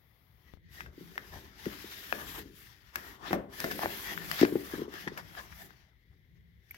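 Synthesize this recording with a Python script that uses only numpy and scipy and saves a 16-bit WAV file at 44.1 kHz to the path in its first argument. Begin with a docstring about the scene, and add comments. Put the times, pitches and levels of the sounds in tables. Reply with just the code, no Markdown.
"""A faint hiss and a low handling rumble, then a microfiber mitt swishes to and fro along window blinds.
Its pile slides and catches on the slats, which rasp, sing and shudder. The hand bumps the blind with
dull knocks; slat edges clack and tick against each other in a small room. The hand-held camera close
by adds two soft pops early on and a fingertip tap at the end."""
import sys
import numpy as np
from scipy import signal
from scipy.fft import rfft, irfft, next_fast_len
from scipy.io import wavfile
from scipy.ndimage import uniform_filter1d

SR = 44100
rng = np.random.default_rng(int(sys.argv[2]) if len(sys.argv) > 2 else 0)


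def to_wav(s):
    """Save 16-bit WAV."""
    ch = np.atleast_2d(s).T  # columns
    pcm = np.round(np.clip(ch, -1, 1) * 32767)  # PCM
    wavfile.write(sys.argv[1], SR, pcm.astype(np.int16))


N = 298557
RIGHT_LAG_S = .0003  # between the two microphone ports


def amp(db):
    """Decibels to gain."""
    return 10 ** (np.asarray(db) / 20)


def unit(x):
    """Scales to rms 1."""
    return x / np.sqrt(np.mean(x ** 2) + 1e-20)


def read(points, hz):
    """Interpolates a curve over log frequency."""
    freq_hz, value = np.transpose(points)
    return np.interp(np.log(hz + 1), np.log(freq_hz + 1), value)


def sides(db):
    """Left and right gains for a level difference."""
    half_db = np.atleast_1d(db) / 2
    pair = np.array([amp(half_db), amp(-half_db)])
    return pair / np.sqrt(np.mean(pair ** 2, axis=0))


def add(mix, start_s, sound):
    """Mixes a sound in at start_s."""
    part = mix[:, max(round(start_s * SR), 0):][:, :sound.shape[1]]
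    part += sound[:, :part.shape[1]]


def fft_grid():
    """Bin frequencies and size of an FFT that holds the whole scene."""
    size = 2 * next_fast_len(N // 2 + 1, True)
    return np.fft.rfftfreq(size, 1 / SR), size


def wander(rate_hz):
    """Smooth random drift, rms 1."""
    hz, size = fft_grid()
    return unit(irfft(rfft(rng.standard_normal(size)) / (1 + (hz / rate_hz) ** 4))[:N])


def resonance(hz, width_hz, count):
    """Stereo noise in one narrow resonance, rms 1."""
    offset = (np.fft.rfftfreq(count, 1 / SR) - hz) / width_hz
    return unit(irfft(rfft(rng.standard_normal((2, count))) / (1 + offset ** 2), count))


def swell(length_s):
    """One smooth rise and fall."""
    return signal.windows.hann(round(max(length_s, .005) * SR))[None]


def swells(rows):
    """Gain over time for a table of swells."""
    gain = np.zeros((1, N))
    for centre_s, length_s, level_db in rows:
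        add(gain, centre_s - length_s / 2, amp(level_db) * swell(length_s))
    return gain


# Likeness of the ports: freq_hz, coherence
PORT_COHERENCE = [(60, 0.8), (160, 0.97), (350, 0.97), (640, 0.346), (1400, 0.36), (3000, 0.13),
                  (15000, 0.033)]
def ports(a, b, hz):
    """Two unrelated spectra become a partly alike pair, the right one late."""
    same = np.clip(read(PORT_COHERENCE, hz), -1, 1)
    delay = np.exp(-2j * np.pi * hz * RIGHT_LAG_S)
    return np.array([a, same * a * delay + np.sqrt(1 - same ** 2) * b])


# Balance of the ports: freq_hz, left_minus_right_db
PORT_BALANCE = [(100, 5), (400, 3), (800, 3.5), (1300, 5), (2400, 8.5), (4400, 13.5), (8000, 5.5),
                (12000, -5), (15000, -3)]
def colour(drive, spectrum):
    """Gives a noise pair a spectrum and the ports' stereo image; its mid has rms 1."""
    hz, size = fft_grid()
    shaped = ports(*rfft(drive, size), hz) * amp(read(spectrum, hz))
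    pair = irfft(shaped * sides(read(PORT_BALANCE, hz)))[:, :N]
    return pair / np.std(pair.mean(axis=0))


# Room tone: freq_hz, density_db
AIR_SPECTRUM = [(25, -0.5), (95, -5), (170, -9.5), (260, -11.5), (470, -16), (650, -24), (1350, -28),
                (1750, -15), (2050, -8), (2600, -27.5), (3400, -18.5), (4500, -30), (6500, -42.5),
                (8700, -48), (12000, -30), (16000, -31.5)]
def still_air():
    """The steady noise floor of the room."""
    return amp(-72) * colour(rng.standard_normal((2, N)), AIR_SPECTRUM)


# Left port hiss: freq_hz, density_db
HISS_SPECTRUM = [(300, 1), (600, 4), (1100, 4), (1900, -2), (3000, -3), (5000, -4.5), (7000, -16),
                 (8700, -26), (10500, -7), (12500, -1.5), (16000, -2.5)]
def left_hiss(level_db=-66.5, fade_s=.018):
    """A thin hiss on the left, dying away at the first pop."""
    hz, size = fft_grid()
    hiss = unit(irfft(rfft(rng.standard_normal(size)) * amp(read(HISS_SPECTRUM, hz)))[:N])
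    since_pop_s = np.maximum(np.arange(N) / SR - PORT_POPS[0][0], 0)
    hiss *= amp(level_db) * np.exp(-since_pop_s / fade_s)
    return np.array([hiss, np.zeros(N)])


# Handling noise: freq_hz, density_db
RUMBLE_SPECTRUM = [(20, -13.5), (40, -0.5), (60, 7), (100, 1), (150, -2), (250, -20), (600, -58.5)]
# Shifts of grip: centre_s, length_s, level_db
GRIP_SHIFTS = [(.87, 0.23, -54.5), (1.35, 0.18, -51.5), (2.33, 0.44, -53.5), (5.53, 0.38, -56.5)]
def grip_rumble(shake_db):
    """The hand on the camera rumbles, more with the work and with each shift of grip."""
    rumble = colour(rng.standard_normal((2, N)), RUMBLE_SPECTRUM)
    holding = amp(-52 + .15 * shake_db + 2 * wander(rate_hz=8.2))
    return rumble * np.hypot(holding, swells(GRIP_SHIFTS))


# Finger on the port: start_s, level_db
PORT_POPS = [(0.5377, -32), (0.572, -42.5)]
# Camera case modes: freq_hz, level_db, t60_s
CASE_MODES = [(2220, -43.5, 0.042), (12980, -40, 0.029)]
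def finger_touches(pop_decay_s=.005, pop_cut_hz=2200, tap_s=6.7094):
    """A finger closes the left port with dull pops; later a tap rings the case."""
    out = np.zeros((2, N))
    t = np.arange(SR // 20) / SR
    pulse = (t / pop_decay_s - 1) * np.exp(-t / pop_decay_s)
    pop = signal.lfilter(*signal.butter(1, pop_cut_hz, fs=SR), pulse)
    for start_s, level_db in PORT_POPS:
        add(out[:1], start_s, amp(level_db) * pop[None])
    for hz, level_db, t60_s in CASE_MODES:
        ring = amp(level_db - 60 * t / t60_s) * resonance(hz, .067 * hz, len(t))
        add(out, tap_s, ring * sides(read(PORT_BALANCE, hz)))
    return out


# Reverberation: freq_hz, t60_s
ROOM_DECAY = [(150, 0.44), (400, 0.3), (1000, 0.57), (3000, 0.16), (12000, 0.35)]
def room(x, echoes_per_s=3000, gap_s=.005):
    """A small room: sparse reflections of random sign, each band dying at its own rate."""
    taps = rng.choice([-1., 1.], (2, SR)) * (rng.random((2, SR)) < echoes_per_s / SR)
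    taps[:, :round(gap_s * SR)] = 0
    hz, t, spectra = signal.stft(taps, SR, nperseg=256)
    decay = amp(-60 * t / read(ROOM_DECAY, hz)[:, None])
    tail = signal.istft(ports(*spectra, hz[:, None]) * decay, SR, nperseg=256)[1]
    return signal.fftconvolve(x, tail / np.linalg.norm(tail[0]), axes=1)[:, :N]


def shake_level(push, build_s=.0057, t60_s=.58, knock_db=-27.5, clack_db=-11):
    """Shaking of the slats in dB: the mitt, knocks and clacks feed it, and it settles."""
    t = np.arange(SR) / SR
    settle = (amp(-60 * t / t60_s) * (1 - np.exp(-t / build_s))) ** 2
    power = abs(signal.fftconvolve(push ** 2, settle / settle.sum()))[None, :N]
    for start_s, level_db, *_ in HAND_KNOCKS:
        add(power, start_s, amp(level_db + knock_db) ** 2 * settle[None])
    for start_s, level_db, *_, rattle_db in SLAT_CLACKS:
        add(power, start_s, amp(level_db + rattle_db + clack_db) ** 2 * settle[None])
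    return 10 * np.log10(power[0] + 1e-10)


# Flexing slats: freq_hz, density_db
FLEX_SPECTRUM = [(90, -12), (150, -10.5), (205, 5), (232, -5), (300, 2.5), (345, 0), (390, 3), (460, -6),
                 (620, -19.5), (1200, -47.5)]
# Dragged slats: centre_s, length_s, level_db
SLAT_DRONES = [(0.652, 0.17, -64), (1.05, 0.3, -55.5), (1.76, 0.45, -62), (2.28, .5, -63), (3.3, .3, -56.5),
               (3.723, 0.35, -56), (4.253, 0.44, -49), (5.12, 0.68, -57), (5.577, 0.64, -63.5),
               (6.44, 0.53, -64)]
def shudder(shake_db, drone_hz=168, width_hz=20):
    """Small uneven tugs keep the slats flexing, over a drone at their lowest bending mode."""
    tugs = friction(slips_per_s=240, spread_db=-1, slip_share=.23)
    flex = colour(tugs, FLEX_SPECTRUM) * amp(shake_db - 2)
    drone = resonance(drone_hz, width_hz, N) * swells(SLAT_DRONES)
    return flex + drone * sides(2.5)


# Jostling slats: freq_hz, density_db
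RATTLE_SPECTRUM = [(130, -7.5), (200, 2.5), (290, -1.5), (400, 3), (480, -4), (560, 0), (680, -3),
                   (780, -15), (1500, -20), (3000, -30), (8000, -58)]
def rattle(t60_s=.35, rise_s=.001):
    """After a clack the neighbouring slats jostle on, hollow and fading."""
    power = np.zeros((1, N))
    t = np.arange(SR // 2)[None] / SR
    envelope = amp(-60 * t / t60_s) * (1 - np.exp(-t / rise_s))
    for start_s, level_db, *_, rattle_db in SLAT_CLACKS:
        add(power, start_s, (amp(level_db + rattle_db) * envelope) ** 2)
    return colour(rng.standard_normal((2, N)), RATTLE_SPECTRUM) * np.sqrt(power) * amp(-2)


# Modes of the whole blind: freq_hz, level_db, t60_s
BLIND_MODES = [(154.8, -25.5, 0.13), (207, -17, 0.18), (267.4, -21.5, 0.1), (292, -20, 0.26),
               (353, -23.5, 0.13), (420, -25, 0.039)]
def knock(level_db, pitch_hz, heave_db, swell_s=.003, heave_hz=193, heave_s=.0055):
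    """A padded push briefly bends a slat over a slower heave; the blind rings on faintly."""
    t = np.maximum(np.arange(SR // 3) / SR - np.array([[0], [RIGHT_LAG_S]]), 0)

    def pulse(hz, peak_s):
        return (t / peak_s * np.exp(1 - t / peak_s)) ** 2 * np.sin(2 * np.pi * hz * t)

    bend = pulse(pitch_hz, swell_s)
    heave = amp(heave_db) * pulse(heave_hz, heave_s)
    ring = sum(amp(db - 60 * t / t60_s) * np.sin(2 * np.pi * hz * t) for hz, db, t60_s in BLIND_MODES)
    ring *= 1 - np.exp(-(t / swell_s) ** 2)
    return -amp(level_db + 1.26) * (bend + heave + ring) * sides(4.7)


# Hand on blind: start_s, level_db, pitch_hz, heave_rel_db
HAND_KNOCKS = [(.978, -39.5, 326, -22), (1.009, -40.5, 338, -10), (1.664, -24, 356, -6),
               (1.842, -38, 357, -12), (2.457, -42, 298, -16), (3.307, -27.5, 330, -14),
               (3.331, -24, 290, -2.5), (3.64, -38, 370, -7), (4.414, -12.5, 279, -22),
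               (4.431, -6.5, 349, -25), (4.523, -21, 322, -17), (4.554, -15.5, 360, -14),
               (4.736, -25.5, 327, -17), (4.791, -29.5, 366, -9), (4.817, -24, 364, -12.5),
               (4.879, -33.5, 384, -14), (4.938, -40, 335, -18), (5.07, -29.5, 350, -4),
               (5.118, -36.5, 377, -12)]
def hand_knocks(low_cut_hz=136):
    """The hand bumps the blind; below the cut, air slips round the narrow slats and little radiates."""
    out = np.zeros((2, N))
    for start_s, *hit in HAND_KNOCKS:
        add(out, start_s, knock(*hit))
    return signal.sosfilt(signal.butter(1, low_cut_hz, "high", fs=SR, output="sos"), out)


# Modes of one slat: freq_hz, level_db, t60_s
SLAT_MODES = [(513, -5, 0.021), (738, 4.5, 0.029), (795, -4, .02), (1100, -5, 0.018), (1380, 2.5, 0.011),
              (1592, -3.5, 0.037), (1838, 0.5, 0.04), (2130, -4, 0.042), (2570, -7.5, 0.025),
              (2970, 1, 0.0045), (3570, -13.5, 0.016)]
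# Edge crack: freq_hz, density_db
EDGE_SPECTRUM = [(1200, -22.5), (2500, 8.5), (3500, -1.5), (5200, 5.5), (7000, -6.5), (8700, -7.5),
                 (11000, -5), (13000, 0), (16000, -4.5)]
def clack(level_db, hollow_db, edge_db, pan_db, ring_scale, crack_t60_s=.025, contact_s=.00025):
    """Two slats meet: their modes ring briefly, differently at each spot, and the edges crack."""
    count = SR // 8
    lag_s = RIGHT_LAG_S * np.clip((pan_db - 1.5) / 4, 0, 1)  # none from straight ahead
    t = np.maximum(np.arange(count) / SR - np.array([[0], [lag_s]]), 0)
    age = t / max(ring_scale, .2)
    hollow, bright = np.zeros((2, 2, count))
    for hz, mode_db, t60_s in SLAT_MODES:
        pitch_hz = hz * (1 + .068 * rng.standard_normal())
        scatter_rad = .49 * (rng.standard_normal() + .5 * rng.standard_normal((2, 1)))
        phase = 2 * np.pi * pitch_hz * (t - .0009) + scatter_rad  # modes crest together after contact
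        band = hollow if hz < 1100 else bright
        band += amp(mode_db - 60 * age / t60_s) * np.cos(phase)
    edge_gain = amp(read(EDGE_SPECTRUM, np.fft.rfftfreq(count, 1 / SR)))
    grit = irfft(rfft(rng.standard_normal(t.shape)) * edge_gain, count)
    crack = grit * amp(-60 * age / crack_t60_s)
    blow = unit(bright) + amp(hollow_db - 4) * unit(hollow) + amp(edge_db + .5) * unit(crack)
    return amp(level_db - 20.5) * blow * (1 - np.exp(-t / contact_s)) * sides(pan_db)


# Slat on slat: start_s, level_db, hollow_rel_db, edge_rel_db, pan_db, ring_scale, rattle_rel_db
SLAT_CLACKS = [(0.806,-29,-20,-15,5.5,0.97,-28), (0.8614,-39.5,-11,-21,6,1.5,-17),
               (1.156,-44.5,-11,-5,3,1.1,-12), (1.1784,-22.5,-14.5,-15.5,5.5,.45,-34),
               (1.6562,-33.5,-12,-6.5,6,.7,-11), (2.1253,-16.5,-2,-17,10.5,0.55,-22),
               (2.9569,-21.5,-17,-4.5,8,0.67,-28), (3.3088,-32.5,2,-13,-2.5,1.3,-3),
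               (3.3302,-19,5.5,-11.5,6.5,.7,-7.5), (3.3384,-32,8,-20.5,-16,1,-15.5),
               (3.6026,-29.5,-18,5.5,5,0.4,-16), (3.6419,-22.5,0,-8.5,4,1.2,-10), (3.712,-25,-5,-5,6,3,-27),
               (3.792,-29.5,8,-9.5,3.5,0.32,-35), (3.8320,-33,13.5,-8,-1,0.44,-10),
               (3.8346,-30,10.5,-17,4,0.44,-6), (3.8582,-21.5,7.5,-36,4,0.3,-28),
               (4.1762,-24.5,-23,-23,9,0.5,-31), (4.3137,-22,-14,-0.5,11,0.64,-33),
               (4.341,-40,-14,-12,3.5,.9,-25.5), (4.4118,-28,1,4.5,6.5,0.61,-21),
               (4.4276,-24,8,-7.5,6.5,1,-16), (4.4504,-22.5,-3.5,-12,5,0.75,-21.5),
               (4.5555,-37.5,8.5,-24,15,1.8,-10), (4.9392,-36,-5,-4,12,.5,-32),
               (5.0755,-26,-23,-22,5,1.5,-37), (5.175,-30,-20,-5.5,6.5,2.6,-29),
               (5.351,-37.5,-21,-17,5,0.74,-36), (5.5253,-42,-23,-18.5,18,1,-44),
               (5.7059,-44,-4.5,-17.5,9,.8,-42), (6.7441,-43.5,-10,-4.5,2.5,1.6,-19.5)]
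def slat_clacks():
    """Slat edges collide, from faint ticks to hollow clacks."""
    out = np.zeros((2, N))
    for start_s, *hit, _ in SLAT_CLACKS:
        add(out, start_s, clack(*hit))
    return out


# Quick passes of the mitt: centre_s, length_s, level_db
QUICK_PASSES = [(1.96, .4, -54.5), (3.288, .08, -45.5), (4.4, .08, -43.5)]
def whooshes(hollow_hz=3600, width_hz=520):
    """The gap between mitt and slat colours the swish of the quickest moves."""
    return resonance(hollow_hz, width_hz, N) * swells(QUICK_PASSES) * sides(9.5)


# Mitt catching on a slat: centre_s, length_s, sing_db, pitch_hz, rasp_db, shake_db
CATCHES = [(0.488, .07, -64.5, 1930, -81, -72), (0.698, 0.21, -65.5, 1910, -98, -70),
           (0.792, 0.11, -50.5, 1860, -65, -55), (1.355, .11, -52, 1800, -57, -53),
           (2.207, .15, -52, 1750, -51.5, -49), (2.374, 0.1, -52.5, 1750, -52, -45),
           (3.04, 0.23, -52.5, 1840, -65, -57), (3.283, 0.16, -48, 1760, -58, -56),
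           (3.61, .089, -46, 1740, -51.5, -60), (3.71, .05, -41, 1750, -52, -35.5),
           (3.83, 0.08, -39, 1730, -41.5, -63), (4.098, .15, -39.5, 1910, -50, -48.5),
           (4.226, .11, -47.5, 1800, -64, -60), (4.741, 0.071, -44.5, 1690, -55, -37),
           (4.958, .13, -46.5, 1730, -58, -67), (5.056, 0.17, -55, 1760, -60, -55),
           (5.081, .022, -38.5, 1740, -46, -60), (5.186, .06, -47, 1700, -46, -63),
           (5.39, 0.071, -43, 1714, -49.5, -62), (5.527, 0.03, -53, 1880, -66, -72),
           (5.617, .09, -56, 1750, -60, -56), (6.125, .07, -83, 1905, -80.5, -70),
           (6.37, 0.072, -72.5, 1940, -95, -85)]
def singing_slats(width_hz=90):
    """Stick and slip drive a slat's mode for a moment."""
    out = np.zeros((2, N))
    for centre_s, length_s, sing_db, pitch_hz, *_ in CATCHES:
        envelope = amp(sing_db - 1.5) * swell(length_s)
        tone = resonance(pitch_hz, width_hz, envelope.size)
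        add(out, centre_s - length_s / 2, envelope * tone * sides(7.2))
    return out


def linger(power, tail_db=-11, t60_s=.2):
    """Turns rubbing power into a gain, with the brief tail the room adds."""
    keep = amp(-60 / (t60_s * SR)) ** 2
    tail = signal.lfilter([1 - keep], [1, -keep], power)
    return np.sqrt(power + amp(tail_db) ** 2 * tail)


# Wipes: start_s, end_s, rise_s, fall_s, swish_db, growth_db,
# fizz_rel_db, fizz_growth_db, rasp_rel_db, shake_db, leftness
WIPES = [(.32, .6, .15, .07, -79.5, 4, -6, 0, -6, -71, 26),
         (0.671, 0.932, 0.075, 0.19, -59, 8, -1.5, 2, -13, -74, 9),
         (0.862, 1.613, 0.15, 0.27, -62.5, 13, -2.5, -1, -8, -60, 9),
         (1.496, 2.455, 0.16, 0.078, -54.5, 1, -1, 7.5, -8.5, -59.5, 12),
         (2.3, 2.99, .06, .05, -70.5, -3, -2.5, -4, -6.5, -79, 20),
         (2.503, 2.8, 0.087, 0.14, -64.5, 8, 2, -17, -18, -76, 21),
         (2.922, 3.235, 0.034, 0.17, -59.5, 0, -2, -2, -1.5, -62.5, 11),
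         (3.155, 3.37, 0.17, 0.045, -53.5, 12, -9, 25, 2.5, -48, 10),
         (3.476, 4.272, 0.14, 0.12, -51, -1.5, 1, -0.5, -7, -54.5, 10),
         (4.167, 4.484, 0.1, 0.095, -46, 22, -2.5, -11, -7.5, -55, 5.5),
         (4.42, 4.905, .05, 0.15, -55.5, 5, 0, -7, -4.5, -68, 7.5),
         (4.819, 5.138, 0.2, 0.12, -53.5, -1, -5.5, -2, -10, -55, 7),
         (5.08, 5.505, 0.045, .1, -62, 2, -4, 19, -2, -63, 9),
         (5.415, 5.719, 0.059, 0.12, -62.5, 6, 1, 20, -5, -78, 10),
         (5.65, 5.992, .05, 0.22, -72.5, -9, -8, -4, -3, -90, 17),
         (5.902, 6.654, 0.086, 0.049, -87, -4, -7, 0.5, -8.5, -81.5, 11.5),
         (6.59, 6.816, 0.058, .03, -74.5, 25, -5, -4, -14.5, -91, 12)]
def stroke_gains(catch_swish_db=-10.5):
    """The mitt speeds up, glides, catches and slows: gains of swish, fizz, rasp and push on the slats."""
    swish, fizz, rasp = np.zeros((3, 2, N))  # summed as powers
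    push = np.zeros((1, N))
    for (start_s, end_s, rise_s, fall_s, swish_db, growth_db,
         fizz_rel_db, fizz_growth_db, rasp_rel_db, shake_db, leftness) in WIPES:
        t = np.arange(start_s, end_s, 1 / SR)
        speed = np.sin(np.pi / 2 * np.clip((t - start_s) / rise_s, 0, 1))
        speed *= np.sin(np.pi / 2 * np.clip((end_s - t) / fall_s, 0, 1))
        along = (t - start_s) / (end_s - start_s) - .5
        level_db = swish_db + growth_db * along
        fizz_db = level_db + fizz_rel_db + fizz_growth_db * along
        pan = leftness - 10
        add(swish, start_s, (amp(level_db) * speed ** 1.94 * sides(.47 * pan)) ** 2)
        add(rasp, start_s, (amp(level_db + rasp_rel_db) * speed ** .9 * sides(.57 * pan)) ** 2)
        add(fizz, start_s, (amp(fizz_db) * speed ** 2.65 * sides(.27 * pan)) ** 2)
        add(push, start_s, (amp(shake_db) * speed[None]) ** 2)
    for centre_s, length_s, sing_db, _, rasp_db, shake_db in CATCHES:
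        for power, level_db in (push, shake_db), (rasp, rasp_db), (swish, sing_db + catch_swish_db):
            add(power, centre_s - length_s / 2, (amp(level_db) * swell(length_s)) ** 2)
    return linger(swish), linger(fizz, tail_db=-15), linger(rasp), np.sqrt(push[0])


def friction(slips_per_s, spread_db, slip_share):
    """Countless fibres slide; single ones catch and snap free."""
    slips = rng.random(N) < slips_per_s / SR
    strength = amp(spread_db * np.minimum(rng.exponential(1, N), 3))
    sliding = rng.standard_normal((2, N))
    snaps = unit(slips * strength * rng.choice([-1, 1], (2, N)))
    return np.sqrt(1 - slip_share) * sliding + np.sqrt(slip_share) * snaps


def patchy(x, depth_db):
    """As the mitt travels, each spot on a slat favours other frequencies."""
    spectra = signal.stft(x, nperseg=512)[2]
    patches = rng.standard_normal(spectra.shape)
    for _ in range(2):
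        patches = uniform_filter1d(patches, size=3, axis=1)  # over frequency
        patches = uniform_filter1d(patches, size=12, axis=2)  # over time
    return signal.istft(spectra * amp(depth_db * unit(patches)), nperseg=512)[1][:, :N]


# Sliding pile, fibre tips, pressed pile: freq_hz, density_db
SWISH_SPECTRUM = [(700, -22), (1300, -8), (1750, 3), (2100, -0.3), (2500, -4.5), (3400, -3), (4200, -7.5),
                  (4900, -6), (5800, -7.5), (7200, -18.5), (8600, -39), (12000, -47.5)]
FIZZ_SPECTRUM = [(4500, -28.5), (7200, -6.5), (8600, -12), (10200, -6.5), (12500, 1.5), (14500, -2.5),
                 (16000, -3.5)]
RASP_SPECTRUM = [(200, -42.5), (450, -9.5), (700, 0), (1200, 0.5), (1500, -1), (2200, -26)]
def mitt(swish_gain, fizz_gain, rasp_gain):
    """The pile swishes, its tips fizz and pressure adds a lower rasp; its grip comes and goes."""
    grip = wander(rate_hz=26)
    pile = patchy(friction(slips_per_s=730, spread_db=1, slip_share=.071), depth_db=1.73)
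    tips = patchy(friction(slips_per_s=1500, spread_db=3, slip_share=.09), depth_db=2.9)
    pressed = patchy(friction(slips_per_s=300, spread_db=4, slip_share=.39), depth_db=3.5)
    swish = colour(pile, SWISH_SPECTRUM) * swish_gain * amp(1.47 + 1.2 * grip)
    fizz = colour(tips, FIZZ_SPECTRUM) * fizz_gain * amp(1.4 + 1.1 * grip)
    rasp = colour(pressed, RASP_SPECTRUM) * rasp_gain * amp(.44 + grip)
    return swish + fizz + rasp


def scene():
    """Wiping, knocks and clacks in the room, over handling noise and still air."""
    knocks, clacks = hand_knocks(), slat_clacks()
    air = still_air()
    swish_gain, fizz_gain, rasp_gain, push = stroke_gains()
    shake_db = shake_level(push)
    wiping = mitt(swish_gain, fizz_gain, rasp_gain) + singing_slats() + whooshes()
    shaking = shudder(shake_db) + rattle()
    reverb = room(amp(-14) * knocks + amp(-14.5) * clacks)
    handling = grip_rumble(shake_db) + finger_touches()
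    return air + left_hiss() + handling + reverb + shaking + knocks + clacks + wiping


def record(dry, low_cut_hz=38, high_cut_hz=16000):
    """The microphone's bass roll-off and a treble band limit."""
    thin = signal.sosfilt(signal.butter(3, low_cut_hz, "high", fs=SR, output="sos"), dry)
    lowpass = signal.firwin(511, high_cut_hz, window=("kaiser", 9), fs=SR)
    return signal.oaconvolve(thin, lowpass[None], "same")


dry = scene()
out = record(dry)
to_wav(out)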